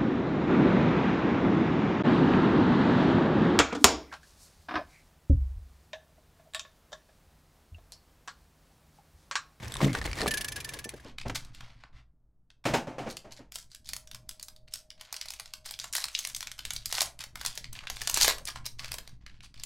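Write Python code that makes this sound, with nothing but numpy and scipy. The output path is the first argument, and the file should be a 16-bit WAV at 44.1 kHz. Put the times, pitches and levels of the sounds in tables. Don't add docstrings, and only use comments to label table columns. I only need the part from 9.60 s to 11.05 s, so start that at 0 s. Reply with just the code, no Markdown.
import sys
import numpy as np
from scipy import signal
from scipy.fft import rfft, irfft, next_fast_len
from scipy.io import wavfile
from scipy.ndimage import map_coordinates

SR = 44100
rng = np.random.default_rng(int(sys.argv[2]) if len(sys.argv) > 2 else 0)


def gain_from_db(level_db):
    decades = np.asarray(level_db, float) / 20
    return 10 ** decades


def pcm_store(signal):
    levels = np.round(np.clip(np.atleast_2d(signal), -1, 1) * 32767)
    wavfile.write(sys.argv[1], SR, levels.astype(np.int16).T)


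N = 63945
BLOW_TIME = np.arange(SR // 8) / SR

# (frequency [Hz], level [dB])
CRACK_COLOUR = [(880, -54), (1500, 12.5), (2120, 4.5), (4000, 5.5), (5540, 1.5), (8570, -1.5),
                (12100, -10.5), (16000, -43)]


def unit(x):
    return x / np.sqrt(np.mean(x ** 2) + 1e-20)


def along(points, hz):
    f, v = np.transpose(points)
    return np.interp(np.log(hz + 1), np.log(f + 1), v)


def curves(rows):
    s, *columns = np.transpose(rows)
    return [np.interp(np.arange(N) / SR, s, column) for column in columns]


def wobble(rate):
    return map_coordinates(rng.standard_normal(200), [np.arange(N) * rate / SR])


def filtered(x, response):
    m = next_fast_len(N + 8192)
    return irfft(rfft(x, m) * response(np.fft.rfftfreq(m, 1 / SR)), m)[..., :N]


def noise(spectrum, envelope=1):
    def colour(hz):
        return gain_from_db(along(spectrum, hz))

    scale = np.sqrt(np.mean(colour(np.fft.rfftfreq(8192, 1 / SR)) ** 2))
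    return filtered(envelope * rng.standard_normal((2, N)), colour) / scale


def stereo(pair, alike=None):
    # (frequency [Hz], likeness [0-1])
    port_likeness = [(60, 0.85), (180, 0.96), (550, 0.88), (1650, 0.66), (4970, 0.95), (15000, 0.83)]
    points = port_likeness if alike is None else alike

    def turn(hz):
        angle = np.arccos(np.clip(along(points, hz), 0, 1)) / 2
        return np.array([np.cos(angle), np.sin(angle)])

    mid, side = filtered(pair, turn)
    return np.array([mid + side, mid - side])


def add(track, s, sound):
    part = track[..., max(round(s * SR), 0):][..., :sound.shape[-1]]
    part += sound[..., :part.shape[-1]]


def dying(t60, attack=.0002):
    return gain_from_db(-60 * BLOW_TIME / t60) * (1 - np.exp(-BLOW_TIME / attack))


def struck(events, t60, boost_db, overtone):
    out = np.zeros(N)
    for s, db, hz in events:
        upper, lower = overtone + 0.091 * rng.standard_normal(), 0.71 + 0.11 * rng.standard_normal()
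        phase = 2 * np.pi * hz * BLOW_TIME
        modes = np.sin(phase) + 0.32 * np.sin(upper * phase) + 0.18 * np.sin(lower * phase)
        add(out, s, gain_from_db(db + boost_db - 5.5) * dying(t60, 0.14 / hz) * modes)
    return out


def puffs(events, shape, spectrum):
    envelope = np.zeros(N)
    for s, db, *_ in events:
        add(envelope, s, gain_from_db(db) * shape)
    return stereo(noise(spectrum, envelope))


def push(s, db, ms):
    u = (np.arange(N) / SR - s) / (ms / 1000)
    return gain_from_db(db) * (1 - u * u / 2) * np.exp(-u * u / 2)


def freehub():
    # (time [s], peak level [dB], spread of the pawls [ms])
    clicks = [(0.6763, -18.5, 9.9), (0.709, -20, 11), (0.7383, -20, 11.3), (0.7731, -20.5, 12.2),
              (0.8093, -22.5, 12.6), (0.8445, -25.5, 7.6), (0.8813, -25, 10.9), (0.919, -27.5, 11),
              (0.959, -24, 11.5), (1.0023, -28.5, 10.4), (1.044, -27, 12), (1.09, -28.5, 7.7),
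              (1.1363, -28, 11.6), (1.188, -28.5, 11), (1.2421, -27, 9.8), (1.289, -29.5, 12.1),
              (1.3375, -45, 7.8), (1.361, -48.5, 11), (1.399, -48.5, 13.5)]
    # (frequency [Hz], level [dB])
    scrape_colour = [(900, -50), (1400, -6.5), (3080, -0.5), (5520, -3.5), (6390, -4), (8360, -8),
                     (10800, -2), (12500, -12.5), (16000, -17.5)]
    # (frequency [Hz], level [dB], t60 [s])
    shell_modes = [(1720, 3, .1), (2370, 0, .05), (2870, -1, .022), (3280, 0, .022), (3900, -1, .022),
                   (4500, -1, .022), (5050, -1, .022), (5600, -3, .022), (6270, -9, .12), (7300, -6, .022),
                   (8800, -6, .022), (10100, -6, .022), (10930, -6, .03)]
    click_db, tail_db, shell_db = -4.5, -3.5, -12.5
    pawl_t60, tail_t60 = .009, 0.045
    pawl_scatter_db, swell_db = 2.5, 9
    mode_scatter_db, mode_scatter = 5, .03
    closing = 15

    envelope, ring = np.zeros(N), np.zeros(N)
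    for k, (s, db, ms) in enumerate(clicks):
        spread = ms / 1000
        if k == closing:
            s, spread = 1.2915, .2 * spread
        modes = np.zeros(len(BLOW_TIME))
        for hz, mode_db, t60 in shell_modes:
            louder, higher = np.tanh(rng.standard_normal(2))
            tone = np.sin(2 * np.pi * hz * BLOW_TIME * (1 + mode_scatter * higher))
            modes += gain_from_db(mode_db + mode_scatter_db * louder) * dying(t60) * tone
        add(envelope, s, gain_from_db(db + click_db + tail_db) * dying(tail_t60, 0.0062))
        for j in range(6):
            at = s + spread * ((j + rng.random()) / 6 - .15)
            swell = swell_db * (np.sin(np.pi * (j + 1.4) / 6) - 1.5)
            gain = gain_from_db(db + click_db + pawl_scatter_db * rng.standard_normal() + swell)
            add(envelope, at, gain * dying(pawl_t60))
            add(ring, at, gain * gain_from_db(shell_db) * modes)
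    return stereo(noise(scrape_colour, envelope)) + ring


def boom():
    # (time [s], pitch [Hz], level [dB])
    carcass = [
        (0.2, 165, -60),
        (0.21, 164, -41),
        (0.23, 150, -24.5),
        (0.252, 136.9, -25),
        (0.29, 138.5, -29),
        (0.326, 119, -33),
        (0.36, 90, -53),
    ]
    # (pitch ratio, level [dB])
    drum_modes = [(1, 6.5), (1.4, 0), (2, 0), (2.38, -2), (3.1, -18), (4.2, -18)]
    landing_s, rough_db, drift = .2468, 1.5, .25
    hz, db = curves(carcass)
    s = np.arange(N) / SR
    gate = np.clip((s - carcass[0][0]) / 0.012, 0, 1) * np.clip((carcass[-1][0] - s) / 0.0072, 0, 1)
    turns = 2 * np.pi * (np.cumsum(hz) - hz[:round(landing_s * SR)].sum()) / SR
    drum = np.zeros(N)
    for ratio, mode_db in drum_modes:
        drum += gain_from_db(mode_db + rough_db * wobble(47)) * np.cos(ratio * turns + drift * wobble(31.0))
    return gate * gain_from_db(db - 4.0) * drum


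def knocks():
    # (time [s], peak level [dB], ring [Hz])
    tyre_knocks = [(.212, -15, 324), (.218, -18, 427), (.226, -23.5, 192), (.26, -15, 273), (.35, -26, 447),
                   (.476, -29.5, 500), (.622, -18, 378), (.627, -16.5, 300), (.632, -31, 162),
                   (.638, -43, 412), (.66, -18.5, 465), (.671, -30, 440), (.676, -19, 167),
                   (.686, -38, 415), (.734, -29, 300), (1.169, -39, 418), (1.257, -24, 379),
                   (1.337, -27.5, 373)]
    # (frequency [Hz], level [dB])
    thud_colour = [(60, -43), (170, -0.5), (350, 2.5), (700, -3), (1500, -41), (4000, -87)]
    s = np.arange(N) / SR - .512
    jolt = gain_from_db(-34) * np.exp(-(s / 0.019) ** 2 / 2) * np.sin(2 * np.pi * 52 * s)
    thud = puffs(tyre_knocks, gain_from_db(-13.5) * dying(0.1, 0.00074), thud_colour).mean(0)
    ring = struck(tyre_knocks, t60=0.048, boost_db=-3.5, overtone=1.456)
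    return ring + thud + push(.2468, db=-15, ms=0.99) + jolt


def stones():
    # (time [s], peak level [dB], ring [Hz])
    stone_hits = [(0.159, -28, 1050), (0.2053, -21, 1065), (0.214, -23.5, 1124), (0.2825, -28, 2060),
                  (0.295, -31.5, 2170), (0.306, -38, 2160), (0.318, -34, 2090), (0.3508, -18.5, 1500),
                  (0.3535, -25, 1850), (0.415, -23.5, 1815), (0.4763, -29.5, 2150), (0.5312, -26, 2310),
                  (0.577, -35, 1970), (0.589, -27, 1850), (0.606, -27.5, 2000), (0.616, -22, 1810),
                  (0.646, -45, 1950), (0.6605, -19.5, 1185), (0.6683, -23.5, 2300), (1.3386, -43, 1590),
                  (1.398, -44.5, 1690)]
    # (time [s], peak level [dB])
    hard_snaps = [
        (.2165, -30),
        (.351, -18),
        (.4153, -26),
        (.5315, -19),
        (.6165, -25),
        (.6685, -23),
    ]
    snaps = sum(push(s, db, ms=0.053) for s, db in hard_snaps)
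    ring = struck(stone_hits, t60=.02, boost_db=3.5, overtone=0.854)
    return ring + puffs(stone_hits, gain_from_db(-18) * dying(0.017), CRACK_COLOUR) + snaps


def ticks():
    # (time [s], peak level [dB], ring [Hz])
    cable_ticks = [(0.0345, -33.5, 3450), (0.0475, -34.5, 7900), (0.0565, -27.5, 2470),
                   (0.081, -28.5, 5660), (0.084, -38, 10200), (0.1095, -36, 1810), (0.1212, -26, 3440),
                   (0.1405, -23.5, 3800), (0.1537, -22, 3700), (0.168, -21, 3600), (0.185, -47, 5500),
                   (0.207, -26, 2120), (0.2155, -18.5, 2170), (0.2455, -19.5, 3470), (0.247, -23, 2170),
                   (0.251, -23, 5740), (0.3308, -24, 4020), (0.3315, -26, 2100), (0.339, -28, 3440),
                   (0.3508, -20, 4200), (0.3875, -26, 3400), (0.415, -27.5, 4020), (0.4419, -25.5, 4500),
                   (0.4647, -23.5, 4340), (0.5142, -22.5, 2300), (0.5307, -22.5, 2620), (0.5557, -34, 3620),
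                   (0.5865, -22.5, 4720), (0.5895, -33, 4830), (0.597, -26, 4060), (0.601, -36, 4700),
                   (0.608, -21, 4940), (0.6164, -15, 4360), (0.621, -28, 4500), (0.632, -25, 4200),
                   (0.6683, -19.5, 4180), (0.679, -34, 4370), (0.683, -22, 4940), (1.4474, -38, 5100)]
    # (time [s], peak level [dB])
    wire_clicks = [
        (.1212, -20.5),
        (.1403, -17),
        (.1535, -26),
        (.168, -20),
        (.3305, -21.5),
        (.4635, -25),
        (.5555, -29),
        (.6685, -34),
        (1.2915, -20),
    ]
    # (frequency [Hz], level [dB])
    wire_colour = [(1000, -60), (2500, -16), (3800, 6), (5500, -5), (8000, 8.5), (12000, -1), (16000, -18)]
    crack = gain_from_db(-9) * (dying(.009) + 0.044 * dying(0.037))
    wire = puffs(wire_clicks, gain_from_db(-10) * dying(.007), wire_colour)
    ring = struck(cable_ticks, t60=.009, boost_db=-1, overtone=2.0)
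    return puffs(cable_ticks, crack, CRACK_COLOUR) + ring + wire


def grit():
    # (time [s], level [dB])
    tread_load = [(0, -52), (.035, -43), (.09, -44), (.17, -46), (.2, -43), (.21, -32.5), (.245, -32),
                  (.285, -40), (.32, -42.5), (.36, -35), (.41, -44.5), (.47, -41), (.55, -43.5),
                  (.6, -36.5), (.65, -40.5), (.69, -40), (.75, -45.5), (1.15, -50), (1.172, -45),
                  (1.19, -48.5), (1.23, -56), (1.45, -58.5)]
    # (frequency [Hz], level [dB])
    crunch_colour = [(88, -13), (150, -15.5), (328, -14.5), (960, -19.5), (1100, -16.5), (1360, -24),
                     (2140, -22), (3500, -26), (6510, -30.5), (16000, -44.5)]
    grains_per_s, grain_db, grain_spread_db, grain_cap = 1500, -5, 6, 3.1
    tube_hz, tube_width_hz, tube_lift = 1845, 270, 0.71

    def tread(hz):
        tube = 1 + tube_lift / (1 + ((hz - tube_hz) / tube_width_hz) ** 2)
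        return gain_from_db(along(crunch_colour, hz)) * tube

    load_db, = curves(tread_load)
    size = np.minimum(rng.exponential(1, N), 0.73 * grain_cap)
    spikes = (rng.random(N) < grains_per_s / SR) * gain_from_db(grain_spread_db * size)
    grains = np.convolve(spikes, dying(0.0077)[:400])[:N]
    hiss = gain_from_db(1.93 * wobble(36.05) + 3.2 * wobble(89.62))
    rough = rng.standard_normal((2, N)) * (hiss + gain_from_db(grain_db) * unit(grains))
    shaped = filtered(rough, tread)
    band = filtered(shaped, lambda hz: (hz > 1000) & (hz < 9000))
    return gain_from_db(load_db - 3) * stereo(shaped / np.std(band))


def wind():
    # (time [s], level [dB])
    gusts = [(0.0, -44), (0.076, -38.5), (0.108, -56), (0.156, -35.5), (0.204, -43), (0.242, -36.5),
             (0.46, -41), (0.516, -37), (0.548, -44.5), (1.21, -46.5), (1.256, -54.5), (1.412, -49.5),
             (1.45, -63)]
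    # (frequency [Hz], level [dB])
    rumble_colour = [(12, -32), (20, -5.5), (54, 7.5), (80, 0.5), (124, -3.5), (178, -12), (300, -21),
                     (390, -57), (660, -120)]
    hum_hz, hum_width_hz = 129.3, 10.8
    hum_db, hum_fall_db_per_s = -49, 7
    level_db, = curves(gusts)
    hum = filtered(rng.standard_normal(N), lambda hz: 1 / (1 + ((hz - hum_hz) / hum_width_hz) ** 2))
    buffet = gain_from_db(level_db - 4 + 2.0 * wobble(13.0)) * stereo(noise(rumble_colour), [(50, 0.93)])
    return buffet + gain_from_db(hum_db - hum_fall_db_per_s * np.arange(N) / SR) * unit(hum)


def rocks(x):
    length = len(BLOW_TIME)
    scatter = rng.standard_normal((2, length)) * dying(0.026, 0.01)
    padded = np.pad(scatter, ((0, 0), (0, N - length)))
    tail = filtered(padded, lambda hz: hz / (hz + 900))[:, :length]
    return signal.fftconvolve(x.mean(0)[None], tail / np.linalg.norm(tail[0]), axes=1)[:, :N]


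def scene():
    wheel = freehub() + stones() + knocks() + boom()
    near = ticks()
    answer = gain_from_db(-7.5) * rocks(wheel + 0.89 * near)
    balance = gain_from_db([[0.26], [-0.26]])
    return (wheel + near + answer + grit() + wind()) * balance


def band_limit(x):
    return signal.sosfilt(signal.butter(12, 16830, fs=SR, output="sos"), x)


def record(dry):
    mix = filtered(dry, lambda hz: hz < 15900)
    return band_limit(mix)


dry = scene()
out = record(dry)
pcm_store(out)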